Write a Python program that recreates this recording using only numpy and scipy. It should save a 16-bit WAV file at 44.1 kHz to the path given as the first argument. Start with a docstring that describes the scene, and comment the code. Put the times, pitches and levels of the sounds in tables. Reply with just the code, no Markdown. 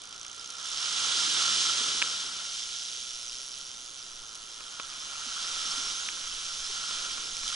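"""Small waves break on a shingle beach, one strong, then gentler ones, and drain back through the pebbles.
Their water is ringing bubbles and filtered noise; their foam and pebbles are dense random clicks.
Right by the microphones an angler winds in line: a ratchet of short noise bursts and spring pings,
slow at first, then a fast whirr. The tackle knocks now and then as clicks ringing a few modes.
The camera's housing adds a hollow ring; far sea and a light breeze on its two ports are filtered noise."""
import sys
import numpy as np
from scipy import signal
from scipy.fft import rfft, irfft, next_fast_len
from scipy.io import wavfile

SR = 44100
rng = np.random.default_rng(int(sys.argv[2]) if len(sys.argv) > 2 else 0)


def log_audio(samples):
    """Write samples as a 16-bit WAV file to the path given in sys.argv[1]."""
    # one column per channel
    frames = np.atleast_2d(samples).T
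    # limit to full scale, then quantise
    limited = np.clip(frames, -1, 1)
    pcm = np.round(limited * 32767).astype(np.int16)
    wavfile.write(sys.argv[1], SR, pcm)


N = 332943
TIME = np.arange(N) / SR  # s
SIZE = next_fast_len(N + 8192, True)  # transform length, with room for filter tails
BINS = np.maximum(np.arange(SIZE // 2 + 1) * SR / SIZE, 1)  # Hz

# spectrum of the pawl on the teeth: [f/Hz, relative level/dB per Hz]
PAWL_SPECTRUM = [(1000, -27), (2300, -14), (3000, -3.5), (4400, -5), (5400, -3), (6400, 2), (7200, -4.5),
                 (8000, -9), (10600, -6), (11500, -16.5)]


def from_db(db):
    """Decibels to gain."""
    return 10 ** (np.asarray(db) / 20)


def rms_one(x):
    """Scale to rms 1, over both channels together."""
    return x / np.sqrt(np.mean(x ** 2) + 1e-20)


def in_time(rows):
    """The columns of a curve, read at every sample."""
    s, *columns = np.transpose(rows)
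    return [np.interp(TIME, s, column) for column in columns]


def per_bin(points):
    """A table over log frequency, read at every bin."""
    hz, value = np.transpose(points)
    return np.interp(np.log(BINS), np.log(hz), value)


def colour(x, spectrum):
    """Causal (minimum-phase) filter with the given spectrum, by folding its cepstrum; rms 1."""
    cepstrum = irfft(np.log(from_db(per_bin(spectrum))), SIZE)
    cepstrum[1:SIZE // 2] *= 2
    cepstrum[SIZE // 2 + 1:] = 0
    response = np.exp(rfft(cepstrum))
    return rms_one(irfft(rfft(x, SIZE) * response, SIZE)[..., :N])


def noise_pair():
    """White noise as a (common, differing) pair of channels."""
    return rng.standard_normal((2, N))


def drift(rate):
    """Smooth chance of rms 1 that changes about `rate` times a second."""
    step = 40  # samples between the slow values
    r = np.exp(-2 * np.pi * rate * step / SR)
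    slow = signal.lfilter([1], [1, -2 * r, r * r], rng.standard_normal(N // step + 2002))
    slow = rms_one(slow[2000:])  # the filter has settled
    return np.interp(np.arange(N) / step, np.arange(len(slow)), slow)


def ring(clicks, hz, t60):
    """A unit click sets a damped cosine ringing, falling 60 dB in t60 s, with little below its pitch."""
    r = from_db(-60 / (t60 * SR))
    w = 2 * np.pi * hz / SR
    return signal.lfilter([.5, 0, -.5], [1, -2 * r * np.cos(w), r * r], clicks + 1e-18)


def dying(strikes, decay_s):
    """Each strike starts an envelope that dies away exponentially at once."""
    return signal.lfilter([1], [1, -np.exp(-1 / (decay_s * SR))], strikes + 1e-18)


def clicks_at(times, sizes):
    """Single clicks at the given times."""
    places = np.clip(np.round(times * SR).astype(int), 0, N - 1)
    return np.bincount(places, sizes, N)


def grains(per_s, spread_db):
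    """Random clicks, many small and few large, as a (common, differing) pair of steady power."""
    born = rng.random(N) < per_s / SR
    sizes = from_db(spread_db * np.minimum(rng.exponential(1, N), 4))
    return rms_one(born * sizes * noise_pair() / np.sqrt(per_s))


def far_sea():
    """The sea farther out is a steady low noise."""
    spectrum = [(30, -3.5), (90, -0.5), (200, -4.5), (500, -2.5), (1000, -2), (3000, -18)]  # far sea: [f/Hz, relative level/dB per Hz]
    return from_db(-61.0) * colour(noise_pair(), spectrum)


def breeze():
    """Light moving air rumbles on the ports, a very low noise that gusts."""
    # breeze on the ports, before the gusts: [t/s, level/dB]
    strength = [(0, -73), (4.1, -63.5), (5.5, -64), (6.6, -54)]
    # its rumble: [f/Hz, relative level/dB per Hz]
    spectrum = [(20, 6), (35, -5.5), (70, -18), (150, -17), (500, -54)]
    gusts_db = 2.5 * drift(6)
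    return from_db(in_time(strength)[0] + gusts_db) * colour(noise_pair(), spectrum)


def housing(x):
    """The camera's shell and cavities resonate and lift a few bands."""
    # resonances of the housing: [f/Hz, width/Hz, lift/dB]
    resonances = [(1073, 40, 2), (1365, 105, 15.5), (2330, 160, 3.5), (3270, 960, 3.5), (5230, 650, 3.5)]
    for hz, width_hz, db in resonances:
        b, a = signal.iirpeak(hz, hz / width_hz, fs=SR)
        x = x + (from_db(db) - 1) * signal.lfilter(b, a, x)
    return x


def ports(pair):
    """Two ports hear the common part with their own level and phase, the differing part in opposite sign."""
    # likeness of the two ports: [f/Hz, likeness 0 to 1]
    likeness = [(40, 1), (400, 0.35), (700, 0.18), (1100, 0.56), (1380, 0.91), (1850, 0.15), (2500, 0.92),
                (3100, 1), (3550, 0.78), (5400, 0.87), (6500, 0.92), (7700, 0.56), (8500, 0.66),
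                (11000, 0.74)]
    # level between the ports: [f/Hz, left minus right level/dB]
    balance = [(300, 0), (750, 1.5), (1400, -1), (2000, -1.3), (2600, -2), (3350, -6.5), (4400, -2),
               (6400, -3.5), (8000, -2), (11000, -2)]
    # phase between the ports: [f/Hz, lead of the left/rad]
    lead = [(100, -0.27), (380, -1.46), (600, -2.5), (1500, -0.98), (1900, -1.77), (3300, -1), (3600, -0.4),
            (7000, 0.6), (8200, -0.1)]
    common, differing = rfft(pair, SIZE)
    alike = np.clip(per_bin(likeness), 0, 1)
    lead_rad = per_bin(lead)
    sign = np.array([[1], [-1]])  # left, right
    both = np.sqrt((1 + alike) / 2) * common + sign * np.sqrt((1 - alike) / 2) * differing
    both = both * from_db(sign * per_bin(balance) / 2) * np.exp(.5j * sign * lead_rad)
    centre = np.sqrt((1 + alike * np.cos(lead_rad)) / 2)  # the sum of the two keeps its level
    return irfft(both / centre, SIZE)[:, :N]


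def knocks():
    """The tackle clacks against the rod, ringing short modes; some contacts also set off a duller thud."""
    # contacts of the tackle: [t/s, strength/dB, thud against clack/dB]
    contacts = [(0.251, -33, -23), (2.0193, -11.5, -24), (2.0244, -7, -13), (4.608, -31, -2),
                (4.799, -23.5, 2.5), (4.8032, -34.5, -6), (6.0885, -17, -39), (6.91, -28, 3),
                (7.18, -31.5, 3.5), (7.434, -27.5, -2)]
    # modes of the clack, then of the thud: [f/Hz, level/dB, t60/s]
    clack_modes = [(1650, -8.5, 0.0061), (2440, 0.5, 0.0039), (2740, -18, 0.0036), (5500, -15, 0.0027)]
    thud_modes = [(330, -13, 0.0051), (570, -18, 0.011), (1096, -11, 0.028), (1300, -7, 0.02)]
    s, strength_db, thud_db = np.transpose(contacts)
    hard = clicks_at(s, from_db(strength_db))
    soft = clicks_at(s, from_db(strength_db + thud_db))
    clack = sum(ring(hard, hz, t60) * from_db(db) for hz, db, t60 in clack_modes)
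    thud = sum(ring(soft, hz, t60) * from_db(db) for hz, db, t60 in thud_modes)
    small_and_blunt = signal.butter(2, [900, 7500], "band", fs=SR, output="sos")
    right = signal.sosfilt(small_and_blunt, clack) + thud
    left = np.interp(TIME - .00008, TIME, right)  # the left port hears it a little later
    return np.array([left, right])


def scrapes(strikes, decay_s):
    """Each strike of the pawl is a tiny burst of metallic chatter."""
    return dying(strikes, decay_s) * noise_pair()


def catches():
    """Now and then the pawl snaps down harder and shorter."""
    # hard catches of the pawl: [t/s, relative level/dB]
    snaps = [(0.0173, -23.5), (0.407, -30), (0.5030, -22), (4.353, -22), (4.578, -28), (7.3677, -18),
             (7.4784, -11), (7.4887, -18)]
    s, snap_db = np.transpose(snaps)
    bursts = scrapes(clicks_at(s, from_db(snap_db)), decay_s=0.0017)
    return from_db(-60.5) * colour(bursts, PAWL_SPECTRUM)


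def reel():
    """The pawl drops off one tooth after another, weak or strong; its spring pings along."""
    # winding speed: [t/s, mean rate/ticks per s]
    winding = [(0.0, 54), (0.97, 75.1), (1.95, 76), (2.08, 76.1), (2.39, 88.2), (2.59, 112), (2.82, 122),
               (3.26, 119), (3.59, 133), (3.81, 123), (4.0, 130), (4.18, 111), (4.75, 119), (5.0, 145),
               (5.23, 148), (5.49, 165), (5.78, 212), (6.33, 171), (6.52, 184), (6.9, 168), (7.04, 180),
               (7.55, 172)]
    # how hard the pawl bears on the teeth: [t/s, level/dB]
    pressure = [(0, -2), (.24, 1.5), (.55, 1), (.78, 5), (2.35, 0.5), (2.7, 1.5), (3.3, 1.5), (3.75, -1.2),
                (4.6, -3), (5.3, 0), (5.85, 2), (6.2, -0.5), (7.5, 0.3)]
    # louder with speed: reference at 100 ticks per s ahead of the mix below, and gain per doubling
    reference_db, db_per_octave = -45.5, 4
    ping_follows = 0.95  # a harder pawl rings its spring more: extra dB per dB of pressure

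    per_s, pressure_db = in_time(winding)[0], in_time(pressure)[0]
    level_db = reference_db + db_per_octave * np.log2(per_s / 100) + pressure_db
    per_s = per_s + .07 * (per_s - per_s.min()) * drift(10)  # the hand is less even when fast
    teeth = np.flatnonzero(np.diff(np.floor(np.cumsum(per_s) / SR)))
    late, hard, sharp, springy = rng.standard_normal((len(teeth), 4)).T
    times = TIME[teeth] + 0.00027 * late
    force = from_db(level_db[teeth]) / np.sqrt(per_s[teeth])

    # the body and the bright edge of a tick vary each on their own
    body = scrapes(clicks_at(times, force * from_db(1.8 * hard)), decay_s=.002)
    edge = scrapes(clicks_at(times, force * from_db(1.6 * sharp)), decay_s=.0022)
    low, high = (signal.butter(4, 7500, kind, fs=SR, output="sos") for kind in ("low", "high"))
    chatter = colour(signal.sosfilt(low, body) + signal.sosfilt(high, edge), PAWL_SPECTRUM)

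    spring_hz = 5950 * np.exp(0.071 * drift(22))  # the pitch wanders from tooth to tooth
    ping_force = force * from_db(2.4 * springy + ping_follows * pressure_db[teeth])
    swell = dying(clicks_at(times, ping_force), decay_s=0.0014)
    swell = dying(swell, decay_s=0.00082)  # the second decay rounds the onset
    tone = np.sin(2 * np.pi * np.cumsum(spring_hz) / SR)
    ping = rms_one(swell * tone) * np.array([[1], [0]])  # common part only
    loudness = np.sqrt(np.mean(from_db(level_db) ** 2))
    return (from_db(-3.5) * chatter + from_db(-5.5) * ping) * loudness


def gulps():
    """Big pockets of air gulp as a crest folds: each swells and rings briefly under the water."""
    # gulps: [t/s, f/Hz, peak level/dB]
    pockets = [(1.80, 241, -47), (5.263, 248, -50), (5.774, 268, -46.5), (6.695, 412, -48.5)]
    out = 0
    for s, hz, peak_db in pockets:
        age = np.maximum(TIME - s, 0)
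        swell = age * hz / 1.8  # fullest after 1.8 cycles
        out = out + from_db(peak_db) * swell * np.exp(1 - swell) * np.sin(2 * np.pi * hz * age)
    return out


def arch(age, length_s):
    """Half a sine: a crest folds over, bit by bit, and runs out."""
    return np.sin(np.pi * np.clip(age / length_s, 0, 1))


def build_and_fade(age, build_s, fade_db_per_s):
    """A steady rise to 1, then a steady loss of decibels."""
    return np.clip(age / build_s, 0, 1) * from_db(-fade_db_per_s * np.maximum(age - build_s, 0))


def surf():
    """Gains of plunge, splash and fizz: each wave ripples in, breaks, runs up, leaves foam; powers add."""
    # crests, each one arch of sound, with levels ahead of the mix: [start t/s, length/s, approach ripple
    # level/dB, plunge of trapped air level/dB, splash level/dB, fizz level/dB, foam left behind level/dB]
    crests = [(0.51, 1.88, -52.5, -51.5, -38.5, -29, -38.5), (5.076, 1.22, -47.5, -58.5, -43.5, -37, -41),
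              (6.535, 0.86, -48.5, -57.5, -44.5, -39, -41), (7.362, 0.42, -53, -63, -43, -37.5, -43)]
    drain_gurgle_db, drain_fizz_db = -67, -53  # water always drains through the pebbles
    # a coming wave ripples over the shallows, louder until it breaks, and the pebbles it stirs fizz
    ripple_rise_db_per_s, ripple_fizz_db = 13, 4
    plunge_lag_s = 0.13  # air is trapped once the crest has folded over
    # the broken wave runs up the beach, splashing less than at the crest and soon over
    swash_db, swash_fade_db_per_s = -8.5, 42
    # foam is thickest just after the break and then bursts away
    foam_lag_s, foam_fade_db_per_s = 0.18, 9

    plunge, splash, fizz = from_db(drain_gurgle_db) ** 2, 0, from_db(drain_fizz_db) ** 2
    for start, length_s, ripple_db, plunge_db, splash_db, fizz_db, foam_db in crests:
        age = TIME - start
        breaking = arch(age, length_s)
        trapping = arch(age - plunge_lag_s, length_s) ** 1.08
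        ripple = from_db(ripple_db + ripple_rise_db_per_s * np.minimum(age, 0))
        ripple = ripple * np.clip(1 - age / length_s, 0, 1)
        swash = from_db(splash_db + swash_db) * build_and_fade(age, length_s, swash_fade_db_per_s)
        foam = from_db(foam_db) * build_and_fade(age, length_s + foam_lag_s, foam_fade_db_per_s)
        plunge = plunge + (from_db(plunge_db) * trapping) ** 2
        splash = splash + ripple ** 2 + (from_db(splash_db) * breaking) ** 2 + swash ** 2
        fizz = fizz + (from_db(ripple_fizz_db) * ripple) ** 2
        fizz = fizz + (from_db(fizz_db) * breaking) ** 2 + foam ** 2
    return np.sqrt(plunge), np.sqrt(splash), np.sqrt(fizz)


def bubbles(per_s, low_hz, high_hz, cycles, spread_db, count):
    """Bubbles of many sizes, each falling 60 dB in some cycles of its own pitch."""
    births, dealt = grains(per_s, spread_db), rng.integers(0, count, N)
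    out = 0
    for k, hz in enumerate(np.geomspace(low_hz, high_hz, count)):
        out = out + ring(births * (dealt == k), hz, cycles / hz) * hz
    return rms_one(out)


def waves():
    """The crest traps big bubbles, splashes small ones, and leaves foam fizzing over clicking pebbles."""
    # spectra of trapped air, splash, and foam with pebbles: [f/Hz, relative level/dB per Hz]
    plunge_spectrum = [(50, -17.5), (130, -4), (260, 1.5), (450, 0), (700, -6.5), (1200, -23)]
    splash_spectrum = [(300, -7), (700, -4.5), (1100, 2), (1600, -2), (2200, -5.5), (3000, 0.5),
                       (5000, -33.5)]
    fizz_spectrum = [(1000, -24.5), (2000, -13), (2550, -11), (3000, -1), (3800, 0.5), (4700, -0.5),
                     (6300, 0.5), (7100, -4), (8000, -7), (9500, -11), (11000, -18)]
    # the first wave peels from right to left: [t/s, left minus right level/dB]
    peel = [(.7, -0.9), (1.3, 0), (2.2, 2), (3.0, 0.3)]
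    plunge_gain, splash_gain, fizz_gain = surf()

    big = bubbles(per_s=1100, low_hz=112.5, high_hz=800, cycles=17.7, spread_db=2.0, count=14)
    lumps_db = 0.36 * drift(12)  # air is trapped in lumps
    plunge = colour(big + .7 * noise_pair(), plunge_spectrum) * plunge_gain * from_db(lumps_db - 3.0)

    small = bubbles(per_s=3500, low_hz=607, high_hz=3800, cycles=8.6, spread_db=2.0, count=14)
    slosh_db = .7 * drift(10)
    splash = colour(small + 1.46 * noise_pair(), splash_spectrum) * splash_gain * from_db(slosh_db - 7.5)

    # a stronger wash bursts more foam and rolls more pebbles
    busy_per_s = 5000 * (fizz_gain / np.median(fizz_gain)) ** .7
    foam = grains(busy_per_s, spread_db=0.5) + 1.2 * noise_pair()
    fizz = colour(foam, fizz_spectrum) * fizz_gain * from_db(0.55 * drift(26) - 0.74)

    lean = from_db(np.array([[1], [-1]]) * in_time(peel)[0] / 2)
    return ports(housing(plunge + splash + fizz)) * lean


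def scene():
    """Waves, far sea, breeze and reel reach the ports through the housing; gulps and knocks stand out."""
    through_housing = ports(housing(far_sea() + breeze() + reel() + catches()))
    return through_housing + knocks() + gulps() + waves()


def record(dry):
    """The treble is cut steeply above 11 kHz."""
    cut = signal.ellip(12, .1, 85, 11000, fs=SR, output="sos")
    return signal.sosfilt(cut, dry)


dry = scene()
out = record(dry)
log_audio(out)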